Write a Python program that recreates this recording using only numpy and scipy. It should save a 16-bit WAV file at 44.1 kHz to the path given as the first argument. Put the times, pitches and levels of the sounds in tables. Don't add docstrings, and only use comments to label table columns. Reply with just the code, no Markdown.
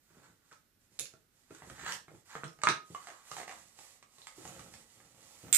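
import sys
import numpy as np
from scipy import signal
from scipy.fft import rfft, irfft, next_fast_len
from scipy.io import wavfile
from scipy.ndimage import map_coordinates

SR = 44100
rng = np.random.default_rng(int(sys.argv[2]) if len(sys.argv) > 2 else 0)


def persist_wave(psi):
    counts = np.round(np.clip(psi, -1, 1) * 32767).astype(np.int16)
    wavfile.write(sys.argv[1], SR, np.atleast_2d(counts).T)


N = 245894
T = np.arange(SR // 4) / SR


def amp(db):
    return 10 ** (np.asarray(db) / 20)


def unit(x):
    return x / np.sqrt(np.mean(x ** 2) + 1e-20)


def strike(x):
    onset = x[:SR // 250]
    return x / np.sqrt(2 * np.mean(onset ** 2) + 1e-20)


def along(points, hz):
    f, v = np.transpose(points)
    return np.interp(np.log(hz + 1), np.log(f + 1), v)


def wobble(rate):
    knots = rng.standard_normal(int(N * rate / SR) + 4)
    return map_coordinates(knots, [np.arange(N) * rate / SR])


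def filtered(x, response):
    n = x.shape[-1]
    m = next_fast_len(n + 8192)
    hz = np.fft.rfftfreq(m, 1 / SR)
    return irfft(rfft(x, m) * response(hz), m)[..., :n]


def colour(x, spectrum):
    n = x.shape[-1]
    m = next_fast_len(n + 4096)
    gain = amp(along(spectrum, np.fft.rfftfreq(m, 1 / SR)))
    cepstrum = irfft(np.log(gain), m)
    cepstrum[1:m // 2] *= 2
    cepstrum[m // 2 + 1:] = 0
    response = np.exp(rfft(cepstrum))
    return unit(irfft(rfft(x, m) * response, m)[..., :n])


def fade(t60):
    return 1000 ** (-T / max(t60, 1e-4))


def ring(modes):
    total = np.zeros(len(T))
    for hz, db, t60 in modes:
        strength = rng.choice([-1, 1]) * amp(db + rng.normal())
        total += strength * fade(t60) * np.sin(2 * np.pi * hz * T)
    return strike(total)


def crack(spectrum, t60):
    burst = rng.standard_normal(len(T)) * fade(t60)
    return strike(colour(burst, spectrum))


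def add(track, s, sound):
    part = track[:, max(round(s * SR), 0):][:, :sound.shape[1]]
    part += sound[:, :part.shape[1]]


# (frequency [Hz], correlation [1])
LIKENESS = [(100, 0.76), (400, 0.61), (1200, 0.033), (2500, 0.13), (8000, 0.031)]


def diffuse(pair):
    def mid_side(hz):
        turn = np.arccos(np.clip(along(LIKENESS, hz), -1, 1)) / 2
        return np.array([np.cos(turn), np.sin(turn)])
    mid, side = filtered(pair, mid_side)
    return np.array([mid + side, mid - side])


# (frequency [Hz], t60 [s])
ROOM_DECAY = [(80, 0.17), (150, 0.26), (400, 0.34), (1100, 0.24), (3000, 0.26), (7500, 0.23), (14000, 0.23)]


def in_room(x, wet_db, first_wall=0.004):
    hz, t, z = signal.stft(rng.standard_normal((2, SR // 3)), SR, nperseg=256)
    t60 = np.maximum(along(ROOM_DECAY, hz), .02)
    decay = 1000 ** (-t / t60[:, None])
    tail = diffuse(signal.istft(z * decay, SR, nperseg=256)[1])
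    tail_time = np.arange(tail.shape[1]) / SR
    tail = tail * (1 - np.exp(-(tail_time / first_wall) ** 2))
    paths = amp(wet_db) * tail / np.linalg.norm(tail[0])
    paths[[0, 1], [4, 0]] += 1
    return signal.fftconvolve(x[None], paths, axes=1)


# (frequency [Hz], level [dB])
HUSH_COLOUR = [(20, -24), (33, -11.5), (50, -4.5), (62, -20.5), (85, -5), (150, -10.5), (250, -9.5),
               (500, -19.5), (1000, -24.5), (1450, -17.5), (2500, -24), (5000, -24), (8000, -26),
               (14500, -24)]
HUSH_DB = -72


def room_hush():
    return amp(HUSH_DB) * colour(diffuse(rng.standard_normal((2, N))), HUSH_COLOUR)


def effort(strokes):
    t = np.arange(N) / SR
    power = np.zeros(N)
    for s, rise, fall, db in strokes:
        moving = (t > s) & (t < s + rise + fall)
        progress = np.interp(t[moving], [s, s + rise, s + rise + fall], [0, 1, 0])
        speed = np.sin(np.pi / 2 * progress) ** 2
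        power[moving] += (amp(db) * speed) ** 2
    return np.sqrt(power)


def friction(spectrum, grains_per_s, grain_share, unsteady_db):
    slips = (rng.random(N) < grains_per_s / SR) * rng.standard_normal(N)
    share = np.clip(grain_share, 0, 1)
    smooth_rub = rng.standard_normal(N)
    force = np.sqrt(share) * unit(slips) + np.sqrt(1 - share) * smooth_rub
    return colour(force * amp(unsteady_db * wobble(60)), spectrum)


# (frequency [Hz], level [dB])
CLOTH_COLOUR = [(290, -26), (500, -6.5), (796, -5.5), (1060, -5.5), (1180, -3.5), (1630, -13), (1930, -2.5),
                (2230, -8), (3590, -6.5), (5330, -5), (7690, -0.5), (14500, -18)]
# (time [s], speeding up [s], slowing down [s], level at full speed [dB])
CLOTH_STROKES = [(-0.1, 0.29, 0.31, -73), (0.38, 0.14, 0.17, -74), (0.78, 0.044, 0.1, -77),
                 (0.88, 0.061, 0.41, -71), (1.28, .11, 0.21, -73), (1.45, .1, 0.11, -63.5),
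                 (1.58, 0.094, 0.45, -62), (1.82, 0.12, 0.061, -51.5), (2.0, .17, 0.088, -68.5),
                 (2.24, 0.023, 0.53, -64.5), (2.8, 0.14, 0.51, -61.5), (3.18, 0.19, 0.13, -54.5),
                 (3.46, 0.016, 0.39, -60), (3.7, 0.11, 0.27, -59.5), (4.0, 0.26, 0.18, -63),
                 (4.26, 0.19, 0.47, -57), (4.68, 0.056, 0.19, -60), (4.84, 0.057, 0.58, -65),
                 (5.08, 0.2, 1, -61)]


def cloth_swishes():
    rub = friction(CLOTH_COLOUR, grains_per_s=1400, grain_share=0.33, unsteady_db=-1.0)
    return effort(CLOTH_STROKES) * rub


# (frequency [Hz], level [dB])
HAND_COLOUR = [(29, -37), (50, -6), (138, 3.5), (248, -7), (312, 2.5), (347, -8.5), (445, -6), (859, -8.5),
               (1030, -30), (1290, -4.5), (2240, -25.5), (3500, -16), (4550, -54), (7700, -120)]
# (time [s], speeding up [s], slowing down [s], level at full speed [dB])
HAND_STROKES = [(0.08, 0.1, 0.27, -71.5), (1.57, 0.13, 0.039, -56), (1.76, 0.039, 0.29, -61),
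                (2.07, 0.025, 0.14, -65), (3.28, 0.14, 0.43, -69.5), (4.31, 0.19, 0.44, -57.5),
                (4.85, 0.16, 0.93, -72), (5.42, 0.031, 0.17, -58.5)]


def hand_shifts():
    rub = friction(HAND_COLOUR, grains_per_s=260, grain_share=0.89, unsteady_db=0.2)
    return effort(HAND_STROKES) * rub


# (frequency [Hz], level [dB])
SCRAPE_COLOUR = [(150, -31.5), (350, -25.5), (600, -25.5), (900, -6.5), (1450, -5), (2050, -10.5),
                 (2600, -17), (4200, -15), (5500, -21.5), (7600, -10), (10000, -43.5), (14000, -28.5)]
# (time [s], speeding up [s], slowing down [s], level of the rasp at full speed [dB], part's resonance [Hz])
PART_SLIDES = [(0.0, 0.23, 0.14, -70.5, 1460), (0.39, 0.073, 0.079, -76.5, 1450),
               (1.419, 0.18, 0.19, -65.5, 1660), (1.71, 0.2, 0.07, -44.5, 1760),
               (2.24, .1, 0.069, -56, 1880), (2.9, 0.14, 0.35, -63.5, 1147), (3.24, 0.13, 0.1, -59.5, 770),
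               (3.46, 0.098, 0.067, -59.5, 740)]
SLIDE_RING_DB, SLIDE_WIDTH_HZ = 0.5, 185


def scraping():
    rasp = friction(SCRAPE_COLOUR, grains_per_s=900, grain_share=.7, unsteady_db=2)
    out = np.zeros(N)
    for s, rise, fall, db, hz in PART_SLIDES:
        stroke = effort([(s, rise, fall, db)]) * rasp
        b, a = signal.iirpeak(hz, hz / SLIDE_WIDTH_HZ, SR)
        out += stroke + amp(SLIDE_RING_DB) * signal.lfilter(b, a, stroke)
    return out


def rubbing():
    dry_rub = scraping() + cloth_swishes() + hand_shifts()
    return in_room(dry_rub, wet_db=0.53)[:, :N]


# (frequency [Hz], level [dB])
PUFF_COLOUR = [(30, -41.5), (75, 2), (140, 7), (230, -9), (330, 2), (600, -9.5), (1200, -22.5),
               (4000, -60.5)]
# (time [s], level before a common trim [dB], pitch [Hz])
SOFT_BUMPS = [(0.104, -53, 160), (0.168, -50, 240), (0.286, -51.5, 163), (0.916, -59, 177),
              (1.004, -43, 504), (1.504, -38.5, 310), (1.672, -41.5, 167), (1.712, -43.5, 80),
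              (1.826, -43.5, 158), (2.116, -42, 327), (2.132, -49, 114), (2.447, -45.5, 154),
              (2.902, -38.5, 169), (4.378, -45, 320), (5.436, -39, 155)]


def bumps():
    out = np.zeros((2, N))
    for s, db, hz in SOFT_BUMPS:
        onset = 1 - np.exp(-T * hz * 2)
        push = np.sin(2 * np.pi * hz * T) * fade(12 / hz) * onset
        puff = amp(-8.5) * crack(PUFF_COLOUR, t60=0.078)
        add(out, s, in_room(amp(db - 4.0) * (push + puff), wet_db=-1))
    return out


# (frequency [Hz], level [dB], t60 [s])
BODY_MODES = [(580, -29.5, 0.065), (835, -8, 0.021), (1170, -1.5, 0.007), (1324, -17.5, 0.012),
              (1600, -3, 0.0088), (1847, 0.5, 0.0098), (1978, -11, 0.027), (2133, -8.5, 0.02)]
# (pitch ratio [1], level [dB])
BARREL_MODES = [(1, 3), (1.85, -16), (2.66, -15.5)]
# (frequency [Hz], level [dB])
BLOW_FORCE = [(30, -35), (300, 0.5), (700, 0), (2050, -1), (2700, 4.5), (9000, -48)]
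# (frequency [Hz], level [dB], t60 [s])
TUBE_MODES = [(765, -8.5, 0.12), (1110, -1, 0.21), (1254, -1, 0.37), (1715, -6.5, 0.2), (2030, -10.5, .15)]
# (frequency [Hz], level [dB])
SNAP_COLOUR = [(300, -25), (1200, -7), (2300, -2), (3300, -1), (4300, -2), (5300, -3), (7000, -1),
               (8300, -2), (9800, -13), (12000, -30), (14000, -36)]
# (frequency [Hz], level [dB],
# t60 [s])
STOCK_MODES = [(146, -2, 0.06), (310, -4, 0.026), (435, 4.5, 0.019), (545, -30, 0.031), (635, -7, 0.056)]
GRIT_DB, GRIT_T60_S = -4, .024
TUBE_DB = -20.5


def blow(db, barrel_hz, snap_db, thud_db, barrel_db, t60):
    barrel = ring([(ratio * barrel_hz, mode_db, t60) for ratio, mode_db in BARREL_MODES])
    grit = amp(GRIT_DB) * crack(SCRAPE_COLOUR, GRIT_T60_S)
    metal = ring(BODY_MODES) + amp(barrel_db) * barrel + grit
    body = strike(colour(metal, BLOW_FORCE)) + amp(TUBE_DB) * ring(TUBE_MODES)
    snap = amp(snap_db + 0.5) * crack(SNAP_COLOUR, t60=0.024)
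    thud = amp(thud_db) * ring(STOCK_MODES) * (1 - np.exp(-T / 0.0021))
    return in_room(amp(db - 5.5) * (body + snap + thud), wet_db=-0.5)


# (time [s], length [s], first contact's level before the blow's trim [dB])
RATTLE_RUNS = [(3.071, .045, -38), (3.3676, .075, -32.5), (3.479, .06, -35.5)]
RATTLE_GAP_S, RATTLE_JITTER_S = 0.016, 0.0011
RATTLE_LOSS_DB_PER_S = 100
RATTLE_HZ, RATTLE_SNAP_DB, RATTLE_THUD_DB, RATTLE_RING_DB = 742, -5, -16, -2.5


def rattles():
    out = np.zeros((2, N))
    for s, length, db in RATTLE_RUNS:
        for after in np.arange(0, length, RATTLE_GAP_S):
            hz = RATTLE_HZ * (1 + 0.046 * rng.normal())
            level = db - RATTLE_LOSS_DB_PER_S * after
            contact = blow(level, hz, RATTLE_SNAP_DB, RATTLE_THUD_DB, RATTLE_RING_DB, t60=0.023)
            add(out, s + after + RATTLE_JITTER_S * rng.normal(), contact)
    return out


# (frequency [Hz], level [dB])
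SIZZLE_COLOUR = [(5000, -47), (8000, -24), (9700, 6.5), (11500, -5.5), (14000, -9.5)]
# (time [s], level [dB], ping pitch [Hz], body level [dB], ping level [dB], sizzle level [dB])
CATCH_CLICKS = [(0.991, -27, 3580, -24, -5, -19), (0.996, -22.5, 7060, -35, 8, -4),
                (1.056, -35.5, 6600, -12, -7, -18.5), (1.9228, -25.5, 5640, -2, 0, -15),
                (2.4414, -36, 6200, -17, -13, -33), (2.4465, -43, 6940, -4, -6.5, -25),
                (2.4804, -44.5, 5460, -17, 12, -19.5), (2.688, -16.5, 3940, -10.5, -1, -42),
                (4.2186, -43, 3940, -30.5, 20, -20), (4.4773, -37.5, 6860, -36, 7, -32)]
PING_T60_S = .0045


def clicks():
    out = np.zeros((2, N))
    for s, db, ping_hz, body_db, ping_db, sizzle_db in CATCH_CLICKS:
        ping = strike(np.sin(2 * np.pi * ping_hz * T) * fade(PING_T60_S))
        snap = strike(crack(SNAP_COLOUR, t60=0.007) + amp(ping_db) * ping)
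        sizzle = amp(sizzle_db) * crack(SIZZLE_COLOUR, t60=0.0073)
        body = amp(body_db - 18.5) * ring(BODY_MODES)
        add(out, s, in_room(amp(db - 7.0) * (snap + sizzle + body), wet_db=0.5))
    return out


# (frequency [Hz], level [dB])
CLACK_COLOUR = [(200, -43), (800, -38), (1400, -17.5), (2400, -13), (3300, -11), (5400, -8), (7000, 0.5),
                (8600, 0), (10200, -14), (12300, -14.5), (14000, -9)]
# (frequency [Hz], level [dB], t60 [s])
STEEL_MODES = [(2520, -20, .1), (4050, -16, .15), (6831, -5, .2), (7563, -6, .15), (7694, -6, .15),
               (8462, -10, .12), (8618, 1, .25), (8821, -7, .12), (13824, -18, .1)]
# (time [s], level before the trims of noise, ring and sides [dB])
STEEL_LANDINGS = [(5.5278, -7.5), (5.542, -19), (5.548, -8)]


def clacks():
    out = np.zeros((2, N))
    for s, db in STEEL_LANDINGS:
        add(out, s, in_room(amp(db - 7.5) * crack(CLACK_COLOUR, t60=.011), wet_db=3.5))
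        add(out, s, in_room(amp(db - 16) * ring(STEEL_MODES), wet_db=-10))
    return out * amp([[-4], [1]])


# (time [s], level [dB],
# barrel pitch [Hz], snap level [dB], thud level [dB], barrel level [dB], barrel t60 as the grip lets it ring [s])
PART_KNOCKS = [(0.513, -48.5, 1490, -12, -22, 6, 0.037), (0.519, -47.5, 1298, -7, -6, 16, 0.063),
               (0.527, -49, 1400, -1, -25, -5, 0.022), (1.137, -53, 1360, -4, 8.5, 10, 0.024),
               (1.507, -49, 1354, -7, 10, 3, 0.099), (1.548, -48, 1470, 1.5, -20, 12, .03),
               (1.621, -40, 750, -22, -1.5, -1.5, .025), (1.699, -40, 1250, -5, -21, -3, 0.071),
               (1.863, -29.5, 1265, -6.5, -44, -14, 0.067), (2.082, -45, 1380, -14, 0.5, -7, 0.027),
               (2.353, -29.5, 1260, -17, -3.5, 6.5, 0.021), (2.435, -29.5, 1440, -27, -0.5, 11, 0.0074),
               (2.589, -49.5, 1260, -8, 5, -5.5, .045), (2.617, -40.5, 1660, -0.5, -28, 0, .024),
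               (2.6354, -17.5, 1206, -5, -15.5, 6.5, 0.05), (2.671, -9.5, 1265, -19, -16.5, 2.5, 0.023),
               (2.6878, -20, 1590, -6, -4, 12, 0.013), (2.948, -29, 1131, -15, -24, 17, 0.061),
               (3.315, -32, 1177, -3.5, -11.5, 9, 0.028), (3.789, -46, 850, 2, -7, 9, 0.032),
               (4.027, -46, 1150, -4.5, -10, 3, 0.021), (4.184, -55, 1097, 6, 1, 14, 0.087),
               (4.27, -40, 1160, 3, -12.5, -30, 0.008), (4.453, -38.5, 736, -4, -25, 2.5, 0.037),
               (4.594, -43.5, 1220, 0.5, 1.5, 10, 0.015), (4.739, -47.5, 1150, 5, -31, -17, .03),
               (5.002, -51.5, 1200, -10, -5, -5, 0.035), (5.483, -48, 1150, -6, -8, -3, .02)]


def knocks():
    out = np.zeros((2, N))
    for s, db, barrel_hz, snap_db, thud_db, barrel_db, t60 in PART_KNOCKS:
        add(out, s, blow(db, barrel_hz, snap_db, thud_db, barrel_db, t60))
    return out


def scene():
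    return room_hush() + rubbing() + bumps() + rattles() + clicks() + clacks() + knocks()


# (frequency [Hz], level [dB])
RIGHT_OVER_LEFT = [(100, 2), (600, 2), (1300, 4), (2400, 4.5), (4300, 4.5), (6000, 10.5), (8000, 15.5),
                   (11000, 7.5), (14000, 3.5)]
TOP_HZ = 14650


def record(dry):
    def microphones(hz):
        right = amp(along(RIGHT_OVER_LEFT, hz))
        balance = np.sqrt(2 / (1 + right ** 2))
        return np.array([np.ones_like(hz), right]) * balance * (hz < TOP_HZ)
    return filtered(dry, microphones)


dry = scene()
out = record(dry)
persist_wave(out)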